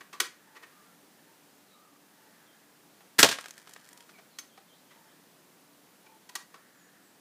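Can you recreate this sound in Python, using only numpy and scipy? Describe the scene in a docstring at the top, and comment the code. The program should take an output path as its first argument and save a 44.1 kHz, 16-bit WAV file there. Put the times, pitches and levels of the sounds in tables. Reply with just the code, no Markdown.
"""Air rifle and cardboard box

A spring air rifle fires across a paved yard at a cardboard box beside the microphone. The action
snaps shut; later the piston slams, the spring rings and the pellet punches through the box, which
booms and sheds grit. Handling clicks follow, over faint town noise, far gulls and small songbirds."""
import sys
import numpy as np
from scipy import signal
from scipy.fft import rfft, irfft, next_fast_len
from scipy.io import wavfile
from scipy.ndimage import uniform_filter1d

SR = 44100
rng = np.random.default_rng(int(sys.argv[2]) if len(sys.argv) > 2 else 0)


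def file_out(sig):
    """Save sig as 16-bit WAV at sys.argv[1]."""
    # one column per channel
    cols = np.atleast_2d(sig).T
    # limit, then scale
    lim = np.clip(cols, -1, 1)
    pcm = np.round(lim * 32767).astype(np.int16)
    wavfile.write(sys.argv[1], SR, pcm)


N = 317872
AGE = np.arange(2 ** 14) / SR   # time since the start of a one-shot [s]
BIN_HZ = np.arange(len(AGE) // 2 + 1) * SR / len(AGE)   # frequency axis of a one-shot


def from_db(db):
    """Decibels to gain."""
    return 10 ** (np.asarray(db) / 20)


def unit(x):
    """Scale to an energy of one."""
    return x / np.sqrt(np.sum(x ** 2) + 1e-20)


def at_hz(points, hz):
    """Read an EQ curve along a logarithmic frequency axis."""
    f, value = np.transpose(points)
    return np.interp(np.log(hz + 1e-6), np.log(f), value)


def add(track, s, sound):
    """Mix a sound in from time s."""
    i = max(round(s * SR), 0)
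    track[i:i + len(sound)] += sound[:N - i]


def decay(t60):
    """Exponential envelope, 60 dB down after t60 seconds."""
    return np.exp(-np.log(1000) * AGE / t60)


def ring(hz, t60):
    """One struck mode."""
    return np.sin(2 * np.pi * hz * AGE) * decay(t60)


def through(x, response):
    """Convolve a sound with a response, keeping its length."""
    return signal.oaconvolve(x, response)[:len(x)]


def colour(spectrum, bass_db=0, treble_db=0):
    """Minimum-phase click with this EQ curve and two shelves; energy one."""
    bass = bass_db / (1 + (BIN_HZ / 700) ** 2)
    treble = treble_db * BIN_HZ ** 2 / (BIN_HZ ** 2 + 3500 ** 2)
    cepstrum = irfft(np.log(from_db(at_hz(spectrum, BIN_HZ) + bass + treble)))
    causal = 2 * cepstrum * (AGE < AGE[-1] / 2)
    return unit(irfft(np.exp(rfft(causal))))


def clatter(rise, t60, rough_db):
    """One broadband blow: a swarm of uneven micro-contacts that swells and dies."""
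    envelope = np.minimum(AGE / rise, 1) * np.exp(-np.log(1000) * np.maximum(AGE - rise, 0) / t60)
    signs = rng.choice([-1, 1], len(AGE))
    sizes = from_db(rough_db * np.clip(rng.standard_normal(len(AGE)), -2, 2))
    spectrum = rfft(signs * sizes * envelope)
    whitened = irfft(spectrum / np.sqrt(uniform_filter1d(np.abs(spectrum) ** 2, size=260) + 1e-12))
    return unit(whitened * (AGE < rise + t60)) * np.linalg.norm(envelope)


def wash(spectrum):
    """Smooth noise bed with this EQ curve; rms one."""
    length = next_fast_len(N)
    gain = from_db(at_hz(spectrum, np.arange(length // 2 + 1) * SR / length))
    noise = irfft(rfft(rng.standard_normal(length)) * gain, length)[:N]
    return noise / np.std(noise)


# Dark bed of distant traffic: (frequency [Hz], level [dB])
TOWN_EQ = [(25, -16), (60, -16), (100, -13.5), (170, 0), (290, -1.5), (450, -4.5), (900, -7), (1700, -11),
           (2600, -13), (6000, -15.5), (15000, -17.5)]
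def town():
    """Far traffic and hiss that swell a little, and a faint drone."""
    swell = np.interp(np.arange(N), np.linspace(0, N, 20), rng.standard_normal(20))
    traffic = from_db(-60.5 + 0.56 * swell) * wash(TOWN_EQ)
    drone = from_db(-74.5) * through(rng.standard_normal(N), unit(ring(290, 0.58)))
    return traffic + drone


# Snap of steel on steel: (frequency [Hz], level [dB])
STEEL_EQ = [(40, -61), (130, -34), (370, -6.5), (560, -11.5), (850, -8.5), (1150, 1.5), (1900, 0),
            (3500, -1.5), (6000, -1.5), (10000, -8.5), (15000, -12.5)]
# Short metallic ring of the action: (frequency [Hz], level [dB], t60 [s])
ACTION_MODES = [(1051.5, -21, 0.013), (1449, -18.5, 0.011), (1930, -16, .03), (2235, -27.5, 0.078),
                (2540, -24, .025), (3230, -16.5, 0.016), (4437, -14, 0.01), (5340, -18.5, 0.015),
                (6450, -14.5, 0.013), (9470, -16.5, 0.011), (11030, -27, 0.052)]
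def contact(rise, t60, hz, ring_db, bass_db, treble_db):
    """One part of the rifle meets another: a snap, a ring of its own and the modes of the action."""
    blow = clatter(rise, t60, rough_db=4)
    snap = through(blow, colour(STEEL_EQ, bass_db, treble_db))
    swell = 1 - decay(4 * rise)
    rings = from_db(ring_db) * unit(through(blow, np.gradient(ring(hz, 0.03))))
    for mode_hz, mode_db, mode_t60 in ACTION_MODES:
        # a soft contact barely wakes the high modes
        strength = from_db(mode_db + treble_db * mode_hz / (mode_hz + 2500) + rng.normal(0, 0.9))
        rings += strength * rng.choice([-1, 1]) * unit(swell * ring(mode_hz, mode_t60))
    return snap + np.linalg.norm(snap) * rings


# Soft handling bumps: (time [s], level [dB], attack [s], ring [Hz])
KNOCK_CUES = [(.006, -44.5, 0.0046, 1700), (.548, -48.5, 0.023, 1930), (.624, -46.5, 0.012, 1835),
              (3.005, -54, 0.0012, 820), (4.090, -52, 0.0037, 1394), (4.180, -51.5, 0.011, 686),
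              (4.575, -48.5, 0.0023, 780), (4.907, -53.5, 0.0074, 1970), (6.06, -55.5, 0.0044, 2320),
              (6.541, -46.5, 0.0025, 1040), (6.558, -56, 0.0026, 1355)]
def handling_knocks():
    """The rifle gives dull, hollow knocks as it is handled."""
    out = np.zeros(N)
    for s, db, rise, hz in KNOCK_CUES:
        knock = contact(rise, t60=0.06, hz=hz, ring_db=-3.5, bass_db=7.5, treble_db=-17)
        add(out, s, from_db(db) * knock)
    return out


# Hard clicks: (time [s], level [dB], attack [s], t60 [s], bass [dB], treble [dB], ring [Hz], ring [dB])
CLICK_CUES = [(.128, -41, .002, 0.13, -1, -13.5, 1140, -6.5),
              (0.2004, -16, .0037, 0.025, -2, -1.5, 3290, -15), (.211, -30, .0017, 0.081, 7, 3, 384, -9.5),
              (4.386, -36, .0018, 0.063, -1, 6.5, 6300, -5), (6.290, -43, 0.0062, .032, -12, -5, 1010, -4),
              (6.353, -28.5, 0.0013, 0.022, -24, 9, 3190, -12),
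              (6.3564, -30, 0.00073, 0.044, 0, -1, 1110, -7)]
def action_clicks():
    """Steel parts of the action snap home."""
    out = np.zeros(N)
    for s, db, rise, t60, bass_db, treble_db, hz, ring_db in CLICK_CUES:
        add(out, s, from_db(db) * contact(rise, t60, hz, ring_db, bass_db, treble_db))
    return out


def bird_calls(calls, glide, overtone_db, rasp, scattered_db):
    """Raspy calls that share one pitch glide, trailed by their scatter between the houses."""
    out = np.zeros(N)
    for s, length, pitch_hz, db in calls:
        progress = np.linspace(0, 1, round(length * SR))
        hz = pitch_hz * np.polyval(np.polyfit([0, .5, 1], glide, 2), progress)
        wobble = np.interp(progress, np.linspace(0, 1, 40), rng.standard_normal(40))
        phase = 2 * np.pi * np.cumsum(hz * (1 + rasp * wobble)) / SR
        voice = np.sin(phase) + from_db(overtone_db) * np.sin(2 * phase)
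        envelope = np.sqrt(np.abs(np.sin(np.pi * progress)))
        add(out, s, from_db(db) * envelope * voice)
    houses = unit(rng.standard_normal(len(AGE)) * (1 - decay(.05)) * decay(0.35))
    return out + from_db(scattered_db) * through(out, houses)


# Blur of many gull voices: (frequency [Hz], level [dB])
COLONY_EQ = [(600, -46), (1100, -12.5), (1400, -5), (1750, 0), (1950, -4), (2300, -18), (4000, -49)]
# Swells of calling: (peak time [s], length [s], level [dB])
COLONY_BOUTS = [(.6, 0.65, -67), (1.25, 0.19, -70), (2.396, .65, -67.5), (3.699, 0.84, -66.5),
                (5.076, 0.36, -70), (6.801, 0.73, -67)]
def gull_colony(rest_db=-80):
    """The farthest gulls merge into a wash that rises and fades with each bout."""
    t = np.arange(N) / SR
    bouts = sum(from_db(db) * np.exp(-(2 * (t - s) / length) ** 2) for s, length, db in COLONY_BOUTS)
    return np.hypot(bouts, from_db(rest_db)) * wash(COLONY_EQ)


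# Single cries: (time [s], length [s], pitch [Hz], level [dB])
GULL_CUES = [(.45, 0.14, 890, -65.5), (.70, .12, 1230, -63.5), (.80, 0.12, 1390, -68),
             (1.27, 0.052, 915, -64), (1.70, 0.27, 1240, -65.5), (2.13, 0.17, 890, -67),
             (3.91, 0.144, 965, -65.5), (4.93, 0.15, 903, -65), (6.04, 0.12, 890, -61.5)]
# Pitch arch of a cry: (start [ratio], middle [ratio], end [ratio])
GULL_GLIDE = (.99, 1, .96)
def gulls():
    """Far gulls give short, hoarse cries."""
    return bird_calls(GULL_CUES, GULL_GLIDE, overtone_db=-24, rasp=0.035, scattered_db=0)


# Thin, high chirps: (time [s], length [s], pitch [Hz], level [dB])
CHIRP_CUES = [(1.66, 0.12, 3960, -68), (2.46, .064, 3250, -66.5), (4.13, 0.055, 2320, -60),
              (4.13, 0.061, 4330, -72), (4.30, .08, 4190, -68), (5.03, .08, 5400, -72),
              (6.74, .15, 7000, -68.5), (7.02, .1, 7880, -70)]
# Pitch slur of a chirp: (start [ratio], middle [ratio], end [ratio])
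CHIRP_GLIDE = (1.1, 0.98, 1)
def chirps():
    """Small birds give scattered, falling chirps."""
    return bird_calls(CHIRP_CUES, CHIRP_GLIDE, overtone_db=-30, rasp=0.026, scattered_db=-4)


# Body tone of the rifle: (frequency [Hz], level [dB])
RIFLE_EQ = [(40, -16), (110, -13.5), (230, -0.5), (500, -6), (1000, -5.5), (1650, 5.5), (2600, -3),
            (4000, -2), (8000, -4), (15000, -10)]
# Blows inside the rifle as it fires: (time [s], level [dB], attack [s], t60 [s])
FIRING_CUES = [(3.183, -27, .002, 0.053), (3.187, -16, .002, 0.092), (3.1926, -11, .001, 0.045),
               (3.2, -18, 0.0035, 0.086)]
# Zing of spring and barrel: (frequency [Hz], level [dB], t60 [s])
SPRING_MODES = [(1560, -26.5, 0.19), (1790, -29.5, 0.078), (3290, -31.5, .25), (4870, -33.5, 0.27),
                (5040, -32, .2), (6303, -32.5, .2), (7800, -32.5, .22), (7804, -31, .2), (8540, -31.5, .15),
                (8700, -30.5, 0.31), (12400, -36, 0.18)]
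def rifle_shot(muzzle_s=3.1905, muzzle_db=4.5):
    """The sear lets go, the piston rushes and slams, air cracks from the muzzle, the spring rings on."""
    out, body = np.zeros(N), colour(RIFLE_EQ)
    for s, db, rise, t60 in FIRING_CUES:
        add(out, s, from_db(db) * through(clatter(rise, t60, rough_db=4.5), body))
    add(out, muzzle_s, from_db(muzzle_db) * unit(ring(3800, 0.00045)))
    spring = sum(from_db(db) * ring(hz, t60) * rng.choice([-1, 1]) for hz, db, t60 in SPRING_MODES)
    add(out, muzzle_s, (1 - decay(0.057)) * spring)
    return out


# Crack of struck card: (frequency [Hz], level [dB])
CARDBOARD_EQ = [(40, -17), (120, -8), (400, -3), (800, -4.5), (1400, -0.5), (2200, -2.5), (3400, 2),
                (6000, -3), (9000, -9.5), (15000, -18)]
# Panels and hollow of the box: (frequency [Hz], level [dB], t60 [s])
BOX_MODES = [(121, -34.5, .09), (151, -23.5, 0.11), (200, -34, .13), (265, -23.5, 0.13),
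             (330.6, -24, 0.064), (438, -21, 0.13), (521, -14, 0.15), (680, -16.5, .08), (774, -24.5, .1),
             (935, -20, 0.16), (1089, -15, .06), (1410, -20.5, 0.041), (1640, -16, 0.055),
             (1842, -19.5, 0.081)]
# The pellet strike, then panel flaps and knocks: (time [s], crack level [dB], panel level [dB])
BOX_CUES = [(3.2291, -2.5, -3), (3.2339, -17, -7.5), (3.239, -17.5, -15), (3.244, -13.5, -10.5),
            (3.2606, -23, -16), (3.288, -22, -33), (3.312, -26.5, -31)]
def box_hits(doubling_db=15.5):
    """The pellet strikes, then the panels flap and the box is knocked; each blow cracks and booms."""
    out, card = np.zeros(N), colour(CARDBOARD_EQ)
    # bending waves need a few cycles to spread, so the low modes bloom after the crack
    panels = sum(from_db(db) * ring(hz, t60) * (1 - decay(5 / hz)) * (-1) ** k
                 for k, (hz, db, t60) in enumerate(BOX_MODES))
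    for s, crack_db, panel_db in BOX_CUES:
        stretch = 2 ** (-crack_db / doubling_db)   # weaker blows crackle longer
        crack = through(clatter(.0004 * stretch, .024 * stretch, rough_db=1), card)
        add(out, s, from_db(crack_db) * crack + from_db(panel_db) * panels)
    # the struck face gives way and shoves the air
    shove = from_db(-11.5) * ring(1080, 0.009) + from_db(-22) * ring(190, 0.013)
    add(out, BOX_CUES[0][0], shove)
    return out


def box_boom(band_hz=(380, 800), gain_db=-7):
    """The walls flap on after the strike and pump the hollow of the box with a low thump."""
    flaps = clatter(rise=0.016, t60=.1, rough_db=0)
    hollow = signal.butter(2, band_hz, "band", fs=SR, output="sos")
    out = np.zeros(N)
    add(out, BOX_CUES[0][0], from_db(gain_db) * signal.sosfilt(hollow, flaps))
    return out


# Dry tick of grit: (frequency [Hz], level [dB])
GRIT_EQ = [(100, -37), (500, -5), (1400, 0), (4000, 0), (8000, -2), (12000, -9.5), (15000, -12.5)]
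# Larger bits landing: (time [s], level [dB], treble [dB], ring [Hz])
BIT_CUES = [(3.326, -29, -14, 1660), (3.386, -32, -21, 1220), (3.410, -41, 5, 9300),
            (3.441, -41.5, -14, 3230), (3.4582, -38, -9, 1570), (3.483, -42, 5, 2680),
            (3.508, -38.5, 9, 6400), (3.5791, -43.5, 5, 1770), (3.673, -46.5, -10, 1270),
            (3.694, -46, 16, 887), (3.736, -40.5, 14, 7070), (3.762, -43.5, -20, 1845),
            (3.889, -45.5, 26, 1910), (3.9301, -44.5, 26, 1910), (3.9752, -46, 7, 6740),
            (4.006, -48, -5, 3220)]
def falling_bits(halving_db=34, ring_db=-6):
    """Bits from the box tick on the paving and ring briefly."""
    out = np.zeros(N)
    for s, db, treble_db, hz in BIT_CUES:
        t60 = 0.022 * 2 ** (-treble_db / halving_db)   # brighter ticks are shorter
        tick = through(clatter(.0002, t60, rough_db=6), colour(GRIT_EQ, treble_db=treble_db))
        ping = from_db(ring_db) * np.linalg.norm(tick) * unit(ring(hz, .018))
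        add(out, s, from_db(db) * (tick + ping))
    return out


def grit_shower(start_s=3.34, length_s=.78, count=260, top_db=-31, fade_db=8, spread_db=15):
    """Fine grains of mixed sizes skitter down in a thinning, fading shower."""
    grains = np.zeros(N)
    for lateness, smallness in rng.random((count, 2)):
        db = top_db - fade_db * lateness - spread_db * smallness
        add(grains, start_s + length_s * lateness ** 1.2, from_db([db]))
    skitter = unit(clatter(.0002, .007, rough_db=6))
    return through(through(grains, skitter), colour(GRIT_EQ, bass_db=8, treble_db=2))


# Accents of the phrase, one per swoop: (level [dB])
SWOOP_LEVELS = [-70, -65.5, -70, -73]
# Pitch dip and upward flick: (start [ratio], middle [ratio], end [ratio])
SWOOP_GLIDE = (1.2, 0.98, 1.7)
def songbird(start_s=4.485, period_s=.19, swoop_s=0.099, pitch_hz=3280):
    """A songbird repeats one whistled swoop at an even pace."""
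    notes = [(start_s + k * period_s, swoop_s, pitch_hz, db) for k, db in enumerate(SWOOP_LEVELS)]
    return bird_calls(notes, SWOOP_GLIDE, overtone_db=-30, rasp=.014, scattered_db=0)


def near_bounce(x, delay_s=.00265, bounce_db=-10):
    """A near surface returns the sound just after it passes, which makes it hollow."""
    out = x.copy()
    add(out, delay_s, from_db(bounce_db) * x)
    return out / (1 + from_db(bounce_db))


# Reverb time of the yard: (frequency [Hz], t60 [s])
YARD_DECAY = [(100, 0.35), (500, .28), (1700, .33), (4000, .29), (8000, 0.3), (11000, 0.29), (15000, .19)]
def yard(x, wall_s, wall_db, dull_db, bass_db):
    """Scatter from the paving, then a second wave from the walls; the top treble dies first."""
    scatter = rfft(rng.standard_normal(len(AGE)) * from_db(2.7 * rng.standard_normal(len(AGE))))
    scatter *= from_db(dull_db * BIN_HZ / (BIN_HZ + 5000) + bass_db / (1 + (BIN_HZ / 400) ** 2))
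    centres, t60s = np.transpose(YARD_DECAY)
    tail = sum(irfft(scatter * np.interp(BIN_HZ, centres, band)) * decay(t60)
               for band, t60 in zip(np.eye(len(centres)), t60s))
    wall_slap = from_db(wall_db) * np.exp(-((AGE - wall_s) / .018) ** 2)
    arrivals = (1 - decay(0.027)) * (1 + wall_slap)
    return through(x, unit(tail * arrivals) * from_db(dull_db / 2))


def scene():
    """The mono mix: rifle some way off, box close by, birds far away."""
    clicks, knocks, shot = action_clicks(), handling_knocks(), rifle_shot()
    hit = box_hits() + falling_bits() + grit_shower()
    rifle_send = from_db(-8) * clicks + from_db(-7.5) * knocks + from_db(-8.5) * shot
    echoes = yard(rifle_send, wall_s=.052, wall_db=-3, dull_db=-11, bass_db=-3)
    echoes += from_db(-12.5) * yard(hit, wall_s=0.1, wall_db=4, dull_db=-4.5, bass_db=-9)
    birds = gulls() + gull_colony() + chirps() + songbird()
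    return (near_bounce(clicks + knocks) + shot + hit + box_boom() + echoes + birds + town())[None]


def record(dry, bass_cut_hz=95, top_cut_hz=15400):
    """The small microphone sheds the bass, the loudest peaks overload, and the top is cut."""
    thin = signal.sosfilt(signal.butter(2, bass_cut_hz, "high", fs=SR, output="sos"), dry)
    clipped = np.clip(thin, -1, 1)
    return signal.sosfilt(signal.ellip(10, .1, 70, top_cut_hz, fs=SR, output="sos"), clipped)


dry = scene()
out = record(dry)
file_out(out)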